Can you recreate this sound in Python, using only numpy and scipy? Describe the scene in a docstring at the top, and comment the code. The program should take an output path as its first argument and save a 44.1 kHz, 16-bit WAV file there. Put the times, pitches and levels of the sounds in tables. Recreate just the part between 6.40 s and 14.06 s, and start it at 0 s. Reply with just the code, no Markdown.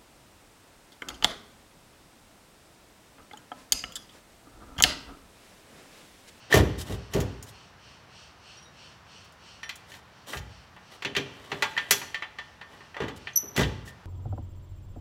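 """A steel tow mount is shoved into a vehicle's receiver tube and jiggled about in a garage.
Friction on rusty steel makes it scrape; impacts excite the normal modes of the steel, which clanks,
and of the frame, which thuds. The locking pin rings faintly, clanks while it seeks its hole and squeaks
once by stick-slip. There is one long, soft rustle. The garage reverberates, and far insects,
probably katydids, rasp in chorus over the quiet room."""
import sys
import numpy as np
from scipy import signal
from scipy.fft import rfft, irfft, next_fast_len
from scipy.io import wavfile
from scipy.ndimage import uniform_filter1d

SR = 44100
rng = np.random.default_rng(int(sys.argv[2]) if len(sys.argv) > 2 else 0)


def transcribe(signal):
    """Save signal, clipped to [-1, 1], as a 16-bit WAV file at the path in sys.argv[1]."""
    frames = np.atleast_2d(signal).T
    limited = np.clip(frames, -1, 1)
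    pcm = np.round(limited * 32767).astype(np.int16)
    wavfile.write(sys.argv[1], SR, pcm)


N = 337715
TIME = np.arange(N) / SR
EDGES = 30 * 2 ** (np.arange(29) / 3)   # third-octave band edges, f/Hz
CENTRES = np.sqrt(EDGES[1:] * EDGES[:-1])

# normal modes of mount and receiver tube: f/Hz, relative level/dB, T60/s
STEEL_MODES = [(414, -11, 0.18), (577.5, -15.5, 0.29), (845, -22, 0.74), (870, -16.5, 0.61),
               (970, -7, 0.12), (1415, -11.5, 0.16), (1623, -10.5, 0.24), (1983, 1, 0.07),
               (2250, -36.5, 0.17), (2354, -7.5, 0.095), (2396, -18.5, 0.1), (2900, -16.5, 0.088),
               (2970, -23, 0.16), (3094, -4, 0.073), (3080, -12, 0.19), (3393, -9, 0.2), (3477, -10, 0.18),
               (4006, -5.5, 0.076), (4300, -12, 0.12), (4335, -7.5, 0.092), (5200, -17.5, 0.19),
               (5360, -28, 0.12), (6080, -13.5, 0.11), (5930, -8, 0.13), (7070, -16.5, 0.11),
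               (7690, -6.5, 0.07), (12400, -5, .12)]
# the shank scrapes along the tube and bumps home: bump t/s, lead of the scrape/s, scrape level/dB,
# relative treble/dB, clank level/dB, thud level/dB, relative boom/dB
SHOVES = [(0.140, 0.043, -22.5, -12.5, -17.5, -11, -5.5), (0.497, 0.049, -40, -4.5, -52, -32.5, 4),
          (0.748, 0.044, -39, -10, -38, -20, -6), (3.953, 0.094, -41, -2, -47, -45.5, 11),
          (6.603, 0.026, -40, -36.5, -27, -27, -14.5), (7.177, 0.03, -28.5, -18.5, -19, -20.5, -1)]


def from_db(db):
    """Amplitude ratio for a level in decibels."""
    return 10 ** (np.asarray(db) / 20)


def at_hz(points, hz):
    """Interpolation of a table on a logarithmic frequency axis."""
    table_hz, values = np.transpose(points)
    return np.interp(np.log(hz), np.log(table_hz), values)


def shelf(hz, corner_hz):
    """High-pass weighting: 0 far below the corner, 1 far above."""
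    return 1 / (1 + (corner_hz / hz) ** 4)


def noise_bands(size, uneven_db=0, spacing_hz=110):
    """Third-octave noise bands, neighbours uncorrelated; spectral ripple stands for crowded modes."""
    length = next_fast_len(size)
    white = rfft(rng.standard_normal((2, length)))
    hz = np.arange(white.shape[1]) * SR / length
    ripple = from_db(uneven_db * np.interp(hz / spacing_hz, np.arange(600), rng.uniform(-1, 1, 600)))
    noise = irfft(white * ripple / np.sqrt(np.mean(ripple ** 2)), length)[:, :size]
    filters = [signal.butter(2, pair, "band", fs=SR, output="sos") for pair in zip(EDGES, EDGES[1:])]
    return np.array([signal.sosfilt(sos, noise[k % 2]) for k, sos in enumerate(filters)])


def band_gains(spectrum):
    """Band gains for a spectrum, normalised so that the band powers add to 1."""
    gains = from_db(at_hz(spectrum, CENTRES))
    return gains / np.sqrt(np.sum(gains ** 2 * np.diff(EDGES)) * 2 / SR)


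def clicks(times, sizes):
    """Impulsive excitation: one impulse per contact."""
    return np.bincount(np.clip(np.round(times * SR).astype(int), 0, N - 1), sizes, N) + 1e-18


def ring(drive, hz, t60):
    """Damped oscillator: a unit impulse starts a decaying sine of amplitude 1."""
    r, w = from_db(-60 / (t60 * SR)), 2 * np.pi * hz / SR
    return signal.lfilter([0, np.sin(w)], [1, -2 * r * np.cos(w), r * r], drive)


def fade(energy, t60):
    """Damping: stored energy decays exponentially, by 60 dB in t60 seconds."""
    return signal.lfilter([1], [1, -from_db(-120 / (t60 * SR))], energy)


def struck_modes(times, levels_db, modes, t60_scale, detune):
    """Modal superposition: each blow rings the same modes, detuned and damped by the contact."""
    hz, mode_db, t60 = np.transpose(modes)[:, :, None]
    t, out = TIME[:SR // 4], np.zeros(N + SR)
    shifts = 1 + detune * rng.standard_normal((len(times), len(modes), 1))
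    for s, db, scale, shift in zip(times, levels_db, t60_scale, shifts):
        start = round(s * SR)
        envelopes = from_db(db[:, None] + mode_db - 60 * t / (t60 * scale))
        rings = envelopes * np.sin(2 * np.pi * hz * shift * t)
        out[start:start + len(t)] += (-1) ** np.arange(len(modes)) @ rings
    return out[:N]


def room_air(bands, level_db=-54):
    """Ambient noise: the still room has a steady spectrum, strongest in the bass."""
    # background spectrum: f/Hz, relative density/dB
    spectrum = [(25, -15.5), (55, -2.5), (90, 2.5), (170, -2.5), (285, -9.5), (500, -8.5), (900, -6),
                (1600, -8), (2300, -14), (3800, -19), (5700, -22.5), (8000, -33), (10000, -33),
                (16000, -40.5)]
    return from_db(level_db) * (band_gains(spectrum) @ bands)


def katydids(first_s=0.043, period_s=0.27, drag_s=0.007, rise_s=0.057, fall_s=0.095, gain_db=-2):
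    """Stridulation: distant insects rasp in step through the resonances of their wings."""
    # wing resonances: f/Hz, bandwidth/Hz, relative level/dB
    wings = [(2850, 640, 6), (3670, 1800, -4), (4400, 380, 3), (5480, 1000, 0), (6600, 1500, -12),
             (8270, 920, -11)]
    # contour of the chorus: t/s, relative level/dB
    chorus = [(0, -54), (1.5, -54), (1.8, -50.5), (3.1, -51), (3.5, -64.5), (4.2, -55), (6.2, -60),
              (7.2, -52)]
    rasp = np.zeros(N)
    for hz, width, db in wings:
        wing = signal.butter(2, [hz - width / 2, hz + width / 2], "band", fs=SR, output="sos")
        rasp += from_db(db) * signal.sosfilt(wing, rng.standard_normal(N))
    beat = np.arange(22)
    swells = first_s + period_s * beat + drag_s * beat ** 2 / 2   # each period is drag_s longer
    sizes = from_db(np.interp(swells, *np.transpose(chorus)))
    energy = sum(size ** 2 * np.exp(-((TIME - s) / np.where(TIME < s, rise_s, fall_s)) ** 2)
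                 for s, size in zip(swells, sizes))
    return from_db(gain_db) * np.sqrt(energy) * rasp / rasp.std()


def scrapes_and_rustle(bands, shove_s=0.128, grains_per_s=900, grain_db=3.0, grain_t60=0.059,
                       ring_db=-52):
    """Friction noise: rusty scrapes, light rubs and a rustle are a grainy hiss that rings the steel."""
    # light rubs and one long, soft rustle: start t/s, duration/s, level/dB, relative treble/dB
    rubs_and_rustle = [(0.373, 0.073, -45.5, 5.5), (1.06, 0.058, -56, 7), (3.46, 0.15, -52.5, -2),
                       (4.504, 0.079, -48, -8), (4.857, 0.93, -46, -12), (6.274, 0.16, -50.5, -14),
                       (6.755, 0.034, -58.5, 6.5), (7.448, 0.071, -50, 0.5)]
    # spectrum of the hiss: f/Hz, relative density/dB
    spectrum = [(50, -8), (300, 8.5), (900, 5), (2000, 5), (3500, 5.5), (7000, 2), (10000, -2), (14000, -5),
                (16000, -25)]
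    onsets = rng.random(N) < grains_per_s / SR
    grains = onsets * from_db(grain_db * np.minimum(rng.exponential(1, N), 4))
    grain_energy = fade(grains ** 2 + 1e-18, grain_t60)
    grit = np.sqrt(grain_energy / grain_energy.mean())
    scrapes = [(s - lead, shove_s, db, treble) for s, lead, db, treble, *_ in SHOVES]
    body, bright = np.zeros(N), np.zeros(N)
    for start, length, db, treble in scrapes + rubs_and_rustle:
        envelope = np.interp(TIME, start + length * np.array([0, .3, .6, 1]), [0, 1, 1, 0])
        body += from_db(db) * envelope
        bright += from_db(db + treble) * envelope
    gains, high = band_gains(spectrum), shelf(CENTRES, 3200)
    hiss = grit * (body * ((gains * (1 - high)) @ bands) + bright * ((gains * high) @ bands))
    ringing = sum(from_db(db) * ring(hiss, hz, t60) for hz, db, t60 in STEEL_MODES)
    return hiss + from_db(ring_db) * ringing


def garage(sound, build_s=0.0095):
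    """Reverberation: diffuse reflections build up, then decay exponentially, the treble first."""
    # reverberation time: f/Hz, T60/s
    decay_times = [(60, 1.0), (300, 1), (1000, 0.72), (3000, 0.75), (6000, 0.52), (14000, 0.36)]
    # reverberant field relative to the direct sound: f/Hz, level/dB
    levels = [(60, -12), (300, -12.5), (1000, -18.5), (1800, -14.5), (3000, -12), (6000, -12.5),
              (14000, -14)]
    t = TIME[:SR]
    t60 = at_hz(decay_times, CENTRES)[:, None]
    tails = noise_bands(SR) * from_db(-60 * t / t60) * np.sqrt(np.log(1e6) / (t60 * SR))
    response = from_db(at_hz(levels, CENTRES)) @ tails * (1 - np.exp(-t / build_s))
    return signal.fftconvolve(sound, response)[:N]


def snaps(contacts, gain_db=-1, contact_hz=2300):
    """Acceleration noise: the sudden stop of the steel radiates a sharp pressure pulse."""
    s, db = np.transpose(contacts)[:2]
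    return ring(clicks(s, from_db(db + gain_db)), contact_hz, t60=.002)


def clanks(bands, contacts, dense_db=-3.5, modes_db=-10.5, bending_db=-2.5, crack=0.23, crack_t60=0.052,
           body_db=5, treble_db=5, scatter_db=2.5, slip_db=-13, detune=0.00753):
    """Impact excitation: steel cracks, its dense modes ring as noise and its strong ones as tones."""
    # spectrum of the dense steel modes: f/Hz, relative density/dB
    spectrum = [(60, -31.5), (130, -11), (220, -7.5), (400, -3.5), (650, -1), (1000, 8), (1350, -3),
                (2000, 2), (3200, -1.5), (4700, -4), (6000, 1), (7200, 0.5), (9000, -8.5), (13000, 4.5),
                (16000, -35.5)]
    # their decay: f/Hz, T60/s
    decay_times = [(200, 0.047), (1000, 0.18), (3000, 0.12), (6000, 0.11), (14000, 0.064)]
    # bending modes of the mount: f/Hz, relative level/dB, T60/s before scaling for friction
    bending_modes = [(1804, 2, .2), (1953, -6, .2), (1835, -9, .12)]
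    s, db, body, treble, bend = np.transpose(contacts)

    def strength_db(hz):
        """Excitation spectrum: heavy contacts carry more body, hard ones more treble."""
        return db + (body + body_db) * (1 - shelf(hz, 1575)) + (treble + treble_db) * shelf(hz, 5500)

    out = np.zeros(N)
    for hz, gain, band in zip(CENTRES, band_gains(spectrum), bands):
        supplied = clicks(s, from_db(strength_db(hz)) ** 2)
        energy = fade(supplied, at_hz(decay_times, hz)) + crack * fade(supplied, crack_t60)
        out += from_db(dense_db) * gain * band * np.sqrt(energy)
    # the point of contact favours different modes each time
    mode_hz = np.array(STEEL_MODES)[:, :1]
    shares_db = strength_db(mode_hz).T + scatter_db * rng.standard_normal((len(s), len(mode_hz)))
    out += struck_modes(s, shares_db + modes_db, STEEL_MODES, np.ones(len(s)), detune)
    # a blow across the shank bends it; a wide swing rubs in the tube and dies sooner
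    flex_db = db + bend + bending_db
    t60_scale = 1.31 / (1 + from_db(flex_db - slip_db))
    return out + struck_modes(s, flex_db[:, None], bending_modes, t60_scale, detune / 2)


def bumps(gap_s=0.016, loss_db=2.5, deepen_db=1, body_db=-3.5, treble_db=2.5, bend_db=-17.5):
    """Rocking: a shove ends in three bumps, each weaker but deeper; gives rows for clanks and thuds."""
    steel, frame = [], []
    for s, _, _, treble, clank_db, thud_db, boom in SHOVES:
        for k in range(3):
            when, loss = s + k * gap_s, k * loss_db
            steel.append((when, clank_db - loss, body_db, treble + treble_db, bend_db))
            frame.append((when, thud_db - loss, boom + k * deepen_db))
    return steel, frame


def thuds(bands, blows, dense_db=-3, modes_db=-7, swell_s=0.0015, knock_boom_db=-24):
    """Structure-borne sound: soft, heavy blows excite the low modes of the vehicle's frame."""
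    # dull knocks passed to the frame while the pin is worked: t/s, level/dB
    knocks = [(4.653, -33.5), (4.768, -25.5), (5.121, -33), (5.224, -43), (5.508, -32.5), (7.029, -39.5)]
    # strong frame modes: f/Hz, relative level/dB, T60/s
    modes = [(60.3, 1, 0.27), (65.6, -6.5, 0.38), (90.3, 1, 0.22), (105.1, -10.5, 0.87), (140.4, 2.5, 0.54),
             (208.5, 1, 0.1), (276, -3.5, 0.55), (294.7, -10.5, 0.1), (401.2, 2.5, 0.32),
             (461, -2.5, 0.047), (501, -16, 0.42), (630.6, -6.5, 0.15)]
    # spectrum of the dense frame modes: f/Hz, relative density/dB
    spectrum = [(35, -31.5), (55, -15.5), (90, 8), (180, -4.5), (300, -4.5), (450, -4), (700, -17.5),
                (1200, -27.5), (3000, -43), (16000, -92)]
    # their decay: f/Hz, T60/s
    decay_times = [(60, 0.57), (150, 0.5), (400, 0.31), (1500, 0.5)]
    s, db, boom = np.transpose(blows + [(when, level, knock_boom_db) for when, level in knocks])
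    out, soft = np.zeros(N), np.exp(-1 / (swell_s * SR))

    def strength(hz):
        """Excitation spectrum: square blows reach the lowest modes."""
        return from_db(db + boom * (1 - shelf(hz, 130)))

    for hz, gain, band in zip(CENTRES, band_gains(spectrum), bands):
        supplied = signal.lfilter([1 - soft], [1, -soft], clicks(s, strength(hz) ** 2))
        out += from_db(dense_db) * gain * band * np.sqrt(fade(supplied, at_hz(decay_times, hz)))
    for k, (hz, mode_db, t60) in enumerate(modes):
        out += (-1) ** k * from_db(modes_db + mode_db) * ring(clicks(s, strength(hz)), hz, t60)
    return out


def ticks(bands, t60=0.08):
    """Light impacts: small hardware radiates bright, quickly damped bursts of noise."""
    # contacts of small parts: t/s, level/dB
    touches = [(0.413, -53), (1.026, -41), (2.845, -60), (2.923, -60), (3.356, -45.5)]
    # tick spectrum: f/Hz, relative density/dB
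    spectrum = [(100, -38.5), (1500, -3.5), (4000, -4.5), (6500, 3), (11000, -3.5), (16000, -8)]
    s, db = np.transpose(touches)
    return band_gains(spectrum) @ bands * np.sqrt(fade(clicks(s, from_db(db) ** 2), t60))


def pin_ring(t60=0.24, pivot_hz=5700):
    """Damped oscillation: a faint, squeaky metallic ring on three harmonics of about 1890 Hz."""
    # harmonics 2, 3 and 5: f/Hz, relative level/dB
    harmonics = [(3806, -13.5), (5690, -2.5), (9410, -22)]
    # the pin is picked up and offered to its hole: t/s, level/dB, tilt/(dB per octave)
    touches = [(2.171, -46.5, 1), (2.225, -50, 11), (2.256, -52, -21), (3.232, -43, 8)]
    s, db, tilt = np.transpose(touches)
    return sum(ring(clicks(s, from_db(db + harmonic_db + tilt * np.log2(hz / pivot_hz))), hz, t60)
               for hz, harmonic_db in harmonics)


def pin_squeak(attack_s=0.0026, t60=0.04, octave_db=-2, waver_hz=90, flutter_db=3, ring_db=-55):
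    """Stick-slip: the pin gives a shrill, unsteady tone that gains its octave when pressed hard."""
    # the pin catches, then slips twice in its hole: peak t/s, f/Hz, level/dB
    slips = [(6.935, 6200, -46), (6.962, 5870, -15.5), (6.9738, 6045, -15.5)]
    # pin modes that the squeak leaves ringing: f/Hz, T60/s
    modes = [(5982, 0.15), (6176, 0.27)]
    s, hz, db = np.transpose(slips)
    slow = uniform_filter1d(uniform_filter1d(rng.standard_normal((2, N)), size=40), size=40)
    waver, flutter = slow / slow.std()
    phase = 2 * np.pi * np.cumsum(np.interp(TIME, s, hz) + waver_hz * waver) / SR
    age = TIME - s[:, None]
    envelopes = np.exp(-(np.minimum(age, 0) / attack_s) ** 2 - np.log(1000) * np.maximum(age, 0) / t60)
    level = from_db(db) @ envelopes * from_db(flutter_db * np.tanh(flutter)) + 1e-18
    pressed = np.tanh(3 * level / level.max())
    tone = level * (np.sin(phase) + from_db(octave_db) * pressed * np.sin(2 * phase))
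    return tone + from_db(ring_db) * sum(ring(tone, *mode) for mode in modes)


def scene():
    """Superposition: the work at the hitch, its reverberation, the insects and the still air add."""
    # steel strikes steel: t/s, level/dB, relative body/dB, relative treble/dB, relative bending/dB
    strikes = [(0.1258, -13.5, -16, -24, 2.5), (0.1418, -17, -7, -10, 1), (0.7365, -26, -10, -11, -14),
               (0.803, -29, -13, -8, -18), (3.2311, -25, -19.5, -35, -11.5),
               (3.2923, -19.5, -24, -31.5, -31), (3.518, -36.5, -26, -22, -11),
               (3.54, -33.5, -25, -29, -18), (3.9315, -22.5, -5.5, -68, -17), (3.9705, -24, -40, -27, -37),
               (4.3645, -37, -10, -77, -18), (4.6228, -24.5, -15, -32, -22),
               (4.6491, -10.5, -28.5, -45, -28), (4.7514, -17, -24, -41, -18),
               (4.7652, -8, -24, -33.5, -32), (5.1169, -17.5, -12, -40, -26),
               (5.2233, -9.5, -10.5, -29, -29), (5.3664, -26, -38, -47, -0.5),
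               (5.3762, -10.5, -20.5, -45, -15.5), (5.5086, -6, -18, -8.5, -29),
               (5.616, -27.5, -6, -37, -11), (5.7442, -17, -19.5, -41, -11.5),
               (5.8224, -19, -14.5, -59, -19), (5.986, -24.5, -12, -41, -10.5),
               (6.2131, -30.5, -8.5, -47, -12.5), (6.4062, -42, -0.5, -53, -8), (6.5442, -33, -9, -46, -10),
               (6.5664, -30.5, -1, -38, -27), (6.6823, -28, -6, -29.5, -25.5), (6.8716, -21, -21, -57, -18),
               (7.1639, -18.5, -17, -17, -27), (7.2314, -15.5, -34, -35, -22),
               (7.4766, -40.5, -33, -22, -2.5)]
    struck = noise_bands(N, uneven_db=5, spacing_hz=90)
    rubbed = noise_bands(N, uneven_db=5, spacing_hz=130)
    plain = noise_bands(N)
    steel_bumps, frame_bumps = bumps()
    contacts = strikes + steel_bumps
    impacts = snaps(contacts) + clanks(struck, contacts) + thuds(plain, frame_bumps) + ticks(struck)
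    work = impacts + scrapes_and_rustle(rubbed) + pin_ring() + pin_squeak()
    return (work + garage(work) + katydids() + room_air(plain))[None]


def record(dry, rumble_hz=42, cutoff_hz=16000):
    """Band limiting and saturation: the microphone drops deep bass, rounds peaks and cuts the top."""
    high_pass = signal.butter(6, rumble_hz, "high", fs=SR, output="sos")
    low_pass = signal.ellip(10, .1, 80, cutoff_hz, fs=SR, output="sos")
    rounded = np.tanh(signal.sosfilt(high_pass, dry))
    return signal.sosfilt(low_pass, rounded)


dry = scene()
out = record(dry)
transcribe(out)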